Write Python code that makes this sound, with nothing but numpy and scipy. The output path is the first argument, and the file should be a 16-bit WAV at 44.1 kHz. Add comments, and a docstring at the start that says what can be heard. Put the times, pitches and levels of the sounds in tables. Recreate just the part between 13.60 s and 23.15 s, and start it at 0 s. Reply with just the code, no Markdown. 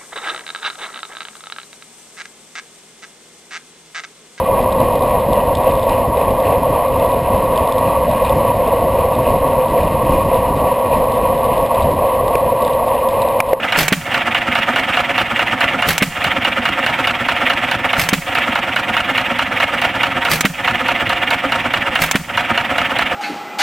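"""Five sharp bangs, with clacking and rattling between them: a hit-and-miss engine idles close by on a lawn.
For each firing it sucks in a charge, snaps its igniter and fires up the exhaust stack. Then it coasts on
its flywheels, slowing a little, and the governor latch clacks once per coasting turn of the cam (two
revolutions, four strokes). Underneath, the connecting rod knocks, the gears rattle and the piston thuds.
Each bang ducks the camera's gain for a moment."""
import sys
import numpy as np
from scipy import signal
from scipy.fft import rfft, irfft, next_fast_len
from scipy.io import wavfile
from scipy.ndimage import uniform_filter1d, map_coordinates

SR = 44100
rng = np.random.default_rng(int(sys.argv[2]) if len(sys.argv) > 2 else 0)


def transcribe(u):
    """Save the signal u as a 16-bit wav file named by the first command-line argument.

    u: samples, shape (n,) or (channels, n), limited to [-1, 1]; the rate is SR.
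    q: integer samples, one column per channel.
    """
    v = np.clip(np.atleast_2d(u).T, -1, 1)
    q = np.round(v * 32767).astype(np.int16)
    wavfile.write(sys.argv[1], SR, q)


N = 421155

# the firings: (time of the bang [s], bang trim [dB], intake trim [dB], igniter trim [dB])
FIRINGS = [(0.3214, 4.5, 6, -0.5), (2.4201, 5.5, 2, -0.5), (4.5287, 5.5, 2.5, -4), (6.8484, 4.5, 5, 1),
           (8.5521, 4.5, 0, 0)]
# tone of the moving iron, a low-mid rattle and a brighter whirr: (frequency [Hz], relative level [dB])
RATTLE_EQ = [(100, -34.5), (330, -4.5), (420, -17.5), (520, -2.5), (1050, -2), (1350, 2.5), (2000, -5),
             (3000, -15.5), (4500, -26), (8000, -33), (10000, -38), (16000, -44)]
WHIRR_EQ = [(200, -35.5), (600, -9), (1200, -6), (2100, 5), (2800, 0), (3600, -7), (4600, -27.5),
            (8000, -35.5), (10000, -34.5), (16000, -31.5)]


def exhaust():
    """The valve opens: a pressure slug rings the stack, the jet roars and hisses, the piston hoots."""
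    # gas column of the stack: (frequency [Hz], relative level [dB], t60 [s])
    stack_modes = [(199, -0.5, 0.075), (266.5, -7, 0.11)]
    # tone of the jet and of its hissing tail: (frequency [Hz], relative level [dB])
    jet_eq = [(50, -24), (250, -11), (450, 4.5), (1000, 2.5), (1900, 10), (3000, 6.5), (4500, -6.5),
              (8000, -11.5), (16000, -14)]
    hiss_eq = [(200, 10), (700, -17), (2000, -4), (4000, -6), (7500, -4), (11000, -11), (16000, -9.5)]
    s, db, *_ = np.transpose(FIRINGS)
    t, slug = np.arange(SR // 3) / SR, np.zeros(N)
    column = sum(amp(level - 60 * t / t60) * np.sin(2 * np.pi * hz * t) for hz, level, t60 in stack_modes)
    hoot = amp(-5) * np.exp(-((t - .057) / .012) ** 2) * np.sin(2 * np.pi * 165 * t)
    for start, level in zip(s, db):
        add(slug, start, hoot - amp(level + 4) * column)
    # the slug keeps little deep bass below about 110 Hz
    slug = signal.sosfilt(signal.butter(2, 110, "highpass", fs=SR, output="sos"), slug)
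    jet = colour(bursts(s + .0026, db + 9.5, t60=.055, rise=.0019), jet_eq, iron=.16)
    hiss = colour(bursts(s + .005, db - 14, t60=.35, rise=.0051), hiss_eq, iron=.62)
    return pan_right(slug) + jet + hiss


def intake():
    """Before a firing the piston sucks air past the spring valve, which chatters on its seat and honks."""
    # tone of the inrushing air and of the valve on its seat: (frequency [Hz], relative level [dB])
    air_eq = [(100, 4), (400, -1.5), (650, 2), (1000, -6), (2400, 1), (3500, -10), (5500, -13),
              (12000, -17.5), (16000, -17)]
    valve_eq = [(300, 0), (2000, 12), (4500, 3), (7000, -4), (10000, -3.5), (12500, 4), (16000, -14)]
    s, _, db, _ = np.transpose(FIRINGS)
    t, honk = np.arange(SR // 3) / SR, np.zeros(N)
    flutter = np.sin(2 * np.pi * 158 * np.arange(N) / SR + 1.3 * wobble(45))
    # the fluttering valve chops the air into a rasp
    air = colour(bursts(s - .156, db - 10.5, t60=.27, rise=.028) * amp(1.2 * flutter), air_eq, iron=.96)
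    # (time before the bang [s], level [dB])
    bounces = [(.1335, -7.5), (.115, -11.5), (.101, -26), (.092, -18), (.068, -31)]
    chatter = sum(bursts(s - lead, db + level, t60=.046, rise=.0003, same=.28) for lead, level in bounces)
    for start, level in zip(s - .147, db):
        add(honk, start, amp(level - 24 - 60 * t / .74) * (1 - np.exp(-t / .0027)))
    return air + colour(chatter, valve_eq, iron=.9) + pan_right(honk * flutter)


def igniter():
    """The igniter trips with a hard steel snap just before the charge burns."""
    # tone of the snap: (frequency [Hz], relative level [dB])
    snap_eq = [(200, -6), (800, -3.5), (2200, 3.5), (3300, 0), (4800, -7), (6500, -3.5), (9000, -8.5),
               (12000, -13), (16000, -15)]
    s, *_, db = np.transpose(FIRINGS)
    return colour(bursts(s - .0402, db - 1, t60=.035, same=.47), snap_eq, iron=.6)


def latch():
    """On coasting turns the push rod clacks onto the governor latch, rings, rebounds and clinks off."""
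    # the clack's iron body and bright steel edge: (frequency [Hz], relative level [dB])
    iron_eq = [(60, -32), (400, -10.5), (700, -3.5), (1050, -2.5), (1400, 4.5), (1900, -7.5), (2800, -0.5),
               (3300, -11), (4500, -20.5), (7000, -31), (16000, -77)]
    steel_eq = [(300, -35), (2500, 4), (4000, 12), (5500, 0.5), (7500, -3), (10000, -1.5), (13000, -5.5),
                (16000, -10)]
    # ring of the push rod: (frequency [Hz], relative level [dB], t60 [s])
    rod_modes = [(1480, -5, .07), (2855, 0, .08)]
    s, length, fired, _ = cam_turns()
    catch, release = s[~fired], (s + .17 * length)[~fired]
    scatter = rng.standard_normal((len(catch), 6)).T
    clack_db, ring_db, clink_db, bounce_db = 1.77 * scatter[:4]
    bounced = catch + .006 * (1 + .2 * scatter[4])
    seated = catch + .001495 + .001 * scatter[5]  # the rod slides home, never at quite the same instant
    iron = (bursts(seated, clack_db - 6.5, t60=.06, rise=.0011, same=.4)
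            + bursts(release, clink_db / 2 - 10.5, t60=.03, rise=.00036, same=.37))
    steel = (bursts(catch, ring_db - 19, t60=.026, rise=.00044, same=.66)
             + bursts(release, clink_db - 29, t60=.045, rise=.0004, same=.3))
    rebound = bursts(bounced, bounce_db - 9.5, t60=.048, rise=.0006, same=.45)
    rod = ringing(seated, clack_db - 15, rod_modes)
    return (colour(iron, iron_eq, iron=1.23) + colour(steel, steel_eq, iron=.89)
            + colour(rebound, WHIRR_EQ, iron=1.4) + rod)


def big_end():
    """The connecting rod takes up its play: a boom each stroke, a ringing double knock past mid-turn."""
    # accented turns: (time within the turn [s], force over a usual knock [dB])
    hard_knocks = [(.885, 6), (1.088, 7.5), (2.143, 9), (2.982, 8), (3.400, 1), (3.612, 6), (3.825, 7.5),
                   (4.884, 4), (5.504, 7), (7.847, 8)]
    # ring of the crankcase: (frequency [Hz], relative level [dB], t60 [s])
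    case_modes = [(543.4, -3, .12), (1244, 0.5, 0.082), (1360, 1.5, 0.072)]
    # the frame's boom on each stroke: (position [share of the turn], level [dB])
    stroke_booms = [(.17, -26), (.385, -32), (.675, -25), (.87, -30)]
    s, length, _, charging = cam_turns()
    scatter = rng.standard_normal((len(s), 7)).T
    slips_s, accents_db = .002 * scatter[:4], 2.1 * scatter[4:6]
    force_db = 2 * scatter[6] - 11 * charging  # a compressed charge cushions the knock
    for when, db in hard_knocks:
        force_db[np.searchsorted(s, when) - 1] = db
    knock_db = force_db / 2 - 19.5
    heavy = sum(bursts(s + share * length + slip, knock_db, t60=.065, rise=.0037, same=1)
                for share, slip in zip((.605, .66), slips_s))
    light = sum(bursts(s + share * length + slip, db - 18, t60=.072, rise=.0051, same=.93)
                for share, slip, db in zip((.35, .86), slips_s[2:], accents_db))
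    case = ringing(s + .62 * length + slips_s[0], knock_db, case_modes)
    knocking = (0, 0, 1, 0)  # the third stroke carries the knock
    booms = sum(frame_boom(s + share * length, db + knocks * force_db)
                for (share, db), knocks in zip(stroke_booms, knocking))
    return colour(heavy, RATTLE_EQ, iron=1.6) + colour(light, WHIRR_EQ, iron=1.3) + case + booms


def frame_boom(times, levels_db, hz=249.9, t60=.074):
    """The frame swells into a hollow boom after a blow."""
    t, track = np.arange(SR // 3) / SR, np.zeros(N)
    for s, db, (detune, accent) in zip(times, levels_db, rng.standard_normal((len(times), 2))):
        swell = amp(db + 1.8 * accent - 60 * t / t60) * t / .0047
        add(track, s, swell * np.sin(2 * np.pi * hz * (1 + .073 * detune) * t))
    return pan_right(track)


def running_gear():
    """Gears and bearings rattle in surges as the piston loads them; compression takes up their play."""
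    # tone of the low thump: (frequency [Hz], relative level [dB])
    thump_eq = [(20, -22), (40, -14), (70, -9), (110, -1.5), (150, -6.5), (200, -3), (235, 1), (275, -3),
                (315, -11), (350, -4), (390, -18), (800, -17), (16000, -91)]
    # surges: (mean [dB], swing per revolution [dB], swing per stroke [dB], crest [share of the turn])
    rattle_surge = (-22.5, 2, 3, .158)
    whirr_surge = (-23.5, -0.44, 4.5, .134)
    thump_surge = (-32, 2, 2, .195)
    t, marks = np.arange(N) / SR, cam_marks()
    turn = np.interp(t, marks, np.arange(len(marks)))
    compression = sum(np.exp(-((t - bang + .056) / .025) ** 2) for bang, *_ in FIRINGS)
    play_db = 1.5 * wobble(35)
    rattle_db = surge(turn, *rattle_surge) + play_db - 9.4 * compression
    rattle = amp(rattle_db) * colour(wear(turn, same=.25, grit_db=1.5), RATTLE_EQ, iron=1.74)
    whirr_db = surge(turn, *whirr_surge) + play_db + 1.9 * wobble(60) - 6.9 * compression
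    whirr = amp(whirr_db) * colour(wear(turn, same=.072, grit_db=2), WHIRR_EQ, iron=.98)
    thump_db = surge(turn, *thump_surge) + 1.8 * wobble(25) - 19 * compression
    thump = amp(thump_db) * colour(wear(turn, same=.48, grit_db=3.5), thump_eq)
    return rattle + whirr + thump


def surge(turn, mean_db, revolution_db, stroke_db, crest):
    """Level in dB that rises and falls once per revolution and once per piston stroke."""
    crank = 4 * np.pi * (turn - crest)
    return mean_db + revolution_db * np.cos(crank) + stroke_db * np.cos(2 * crank)


def wear(turn, same, grit_db, size=9216):
    """Worn surfaces chatter in small jolts: part comes round again with each cam turn, part is new."""
    samples_into_turn = np.round(np.arange(N) - SR * cam_marks()[turn.astype(int)]).astype(int)
    repeating = rng.standard_normal((2, size))[:, samples_into_turn % size]
    noise = np.sqrt(same) * repeating + np.sqrt(1 - same) * rng.standard_normal((2, N))
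    return unit(noise * amp(grit_db * wobble(700)))


def piston_thuds(hz=89, width_s=.0039, top_db=-26, bottom_db=-33.5):
    """At top and bottom dead centre the piston turns round and shoves the wooden skids: a soft thud."""
    s, length, *_ = cam_turns()
    lead = SR // 40
    t, track = np.arange(-lead, lead) / SR, np.zeros(N)
    thud = np.exp(-(t / width_s) ** 2) * np.sin(2 * np.pi * hz * t)
    for share, db in ((0, bottom_db), (.26, top_db), (.5, bottom_db), (.76, top_db)):
        for centre, accent_db in zip(s + share * length, 2.1 * rng.standard_normal(len(s))):
            add(track, centre - lead / SR, amp(db + accent_db) * thud)
    return pan_right(track)


def cam_marks():
    """Start of every cam turn: a firing speeds the flywheels up, then friction lengthens each turn."""
    fastest, slowest, slowing = .2016, .217, .0017  # nominal turn lengths and growth per turn [s]
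    bangs = np.array(FIRINGS)[:, 0]
    starts = bangs + .0177  # the exhaust valve opens just ahead of a turn
    last_clacks = bangs - .1995  # leaves time for intake, compression and burning
    coast = lambda k: k * fastest + slowing * k * (k - 1) / 2
    marks = [[last_clacks[0] - slowest, last_clacks[0]]]
    for start, end in zip(starts, last_clacks[1:]):  # each coast is stretched to hold whole turns
        turns = round((end - start) / ((fastest + slowest) / 2))
        marks.append(start + (end - start) * coast(np.arange(turns + 1)) / coast(turns))
    marks.append(starts[-1] + coast(np.arange(7)))
    return np.concatenate(marks)


def cam_turns():
    """Start and length of each turn, whether it opens with a bang, and whether it draws in a charge."""
    marks, bangs = cam_marks(), np.array(FIRINGS)[:, 0]
    fired = np.isin(np.arange(len(marks)), np.searchsorted(marks, bangs))
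    return marks[1:-1], np.diff(marks)[1:], fired[1:-1], fired[2:]


def bursts(times, levels_db, t60, rise=.0001, same=0.):
    """Decaying noise hits, mid and side; the share `same` of their power repeats from hit to hit."""
    t = np.arange(SR // 3) / SR
    envelope = amp(-60 * t / t60) * (1 - np.exp(-t / rise))
    repeating, track = rng.standard_normal((2, len(t))), np.zeros((2, N))
    for s, db in zip(times, levels_db):
        noise = np.sqrt(same) * repeating + np.sqrt(1 - same) * rng.standard_normal(repeating.shape)
        add(track, s, amp(db) * envelope * noise)
    return track


def ringing(times, levels_db, modes):
    """Modes of a struck part; every blow excites them a little differently."""
    t, track = np.arange(SR // 3) / SR, np.zeros(N)
    hz, mode_db, t60 = np.transpose(modes)[:, :, None]
    scatter = rng.standard_normal((len(times), 2, len(modes), 1))
    for s, db, (accent, detune) in zip(times, levels_db, scatter):
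        decay = amp(db + mode_db + 1.6 * accent - 60 * t / t60)
        partials = decay * np.sin(2 * np.pi * (hz + 9 * detune) * t)
        add(track, s, partials.sum(axis=0) * (1 - np.exp(-t / .002)))
    return pan_right(track)


def colour(x, eq, iron=0., thicket_db=7.5, spacing_hz=60, size=8192):
    """Unit-power EQ with cast-iron resonances scaled by `iron`; mid and side in, left and right out."""
    # cast-iron resonances: (frequency [Hz], width [Hz], lift at iron=1 [dB])
    iron_modes = [(553, 40, 5), (718, 100, 4), (804, 49, 1), (933, 20, 4.5), (1250, 41, 4), (1366, 24, 2.5),
                  (2284, 110, 1), (2826.6, 55, 3.5), (6200, 110, 1.5), (7900, 270, 2)]
    # stereo width: (frequency [Hz], left-right likeness [0-1])
    likeness = [(30, .45), (70, 0.74), (140, 0.97), (3000, 0.99), (6000, 0.55)]
    # stereo balance: (frequency [Hz], left minus right [dB])
    balance = [(50, -1.5), (150, -1), (3200, -2.07), (8000, 1), (12000, 3)]
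    hz = np.fft.rfftfreq(size, 1 / SR)
    peaks = sum(lift / (1 + (2 * (hz - f) / width) ** 2) for f, width, lift in iron_modes)
    # toward the treble the small parts add a thicket of narrow modes
    ripple = np.tanh(map_coordinates(rng.standard_normal(size), [hz / spacing_hz]))
    thicket = ripple * thicket_db * hz / (hz + 2500)
    magnitude = unit(amp(along(eq, hz) + iron * (peaks + thicket)))
    cepstrum = irfft(np.log(magnitude + 1e-6))
    cepstrum[1:size // 2] *= 2  # minimum phase keeps the attacks sharp
    cepstrum[size // 2 + 1:] = 0
    spread = np.arccos(np.clip(along(likeness, hz), 0, 1)) / 2
    lean = amp(along(balance, hz) / 2)
    response = np.exp(rfft(cepstrum)) * np.array([lean, 1 / lean])
    mid = signal.oaconvolve(x[:1], irfft(response * np.cos(spread))[:, :size // 2], axes=1)
    side = signal.oaconvolve(x[1:], irfft(response * np.sin(spread))[:, :size // 2], axes=1)
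    return (mid + side * [[1], [-1]])[:, :N]


def pan_right(mono):
    """Sets a sound a little to the right."""
    return mono * amp([[-.7], [.7]])


def amp(db):
    return 10 ** (np.asarray(db) / 20)


def unit(x):
    return x / np.sqrt(np.mean(x ** 2) + 1e-20)


def along(points, hz):
    """Joins (frequency [Hz], value) points on a log axis."""
    f, v = np.transpose(points)
    return np.interp(np.log(hz + 1), np.log(f + 1), v)


def wobble(rate):
    """A smooth random curve, rate knots a second."""
    return map_coordinates(rng.standard_normal(int(N * rate / SR) + 4), [np.arange(N) * rate / SR])


def add(track, s, sound):
    """Lays a sound into a track at time s."""
    start = max(round(s * SR), 0)
    part = sound[..., :max(N - start, 0)]
    track[..., start:start + part.shape[-1]] += part


def scene():
    """The coasting machinery with the firings on top."""
    return running_gear() + big_end() + piston_thuds() + latch() + intake() + igniter() + exhaust()


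def gain_control(x, ceiling_db, recovery_db, size=128):
    """The gain ducks within milliseconds under a loud sound and climbs back by recovery_db a second."""
    power = np.abs(uniform_filter1d(np.mean(x ** 2, axis=0), size))
    over_db = np.maximum(10 * np.log10(power + 1e-12) - ceiling_db, 0)
    climb = recovery_db * np.arange(N) / SR
    cut_db = np.maximum.accumulate(over_db + climb) - climb
    return x * uniform_filter1d(amp(-cut_db), size // 2)


def record(dry):
    """The camera rides its gain, flattens the peaks that slip through and cuts the very top."""
    held = np.clip(gain_control(dry, ceiling_db=-8.5, recovery_db=87.5), -1, 1)
    size, top_hz = next_fast_len(N + SR // 2), 15900
    passband = np.fft.rfftfreq(size, 1 / SR) < top_hz
    return irfft(rfft(held, size) * passband, size)[:, :N]


dry = scene()
out = record(dry)
transcribe(out)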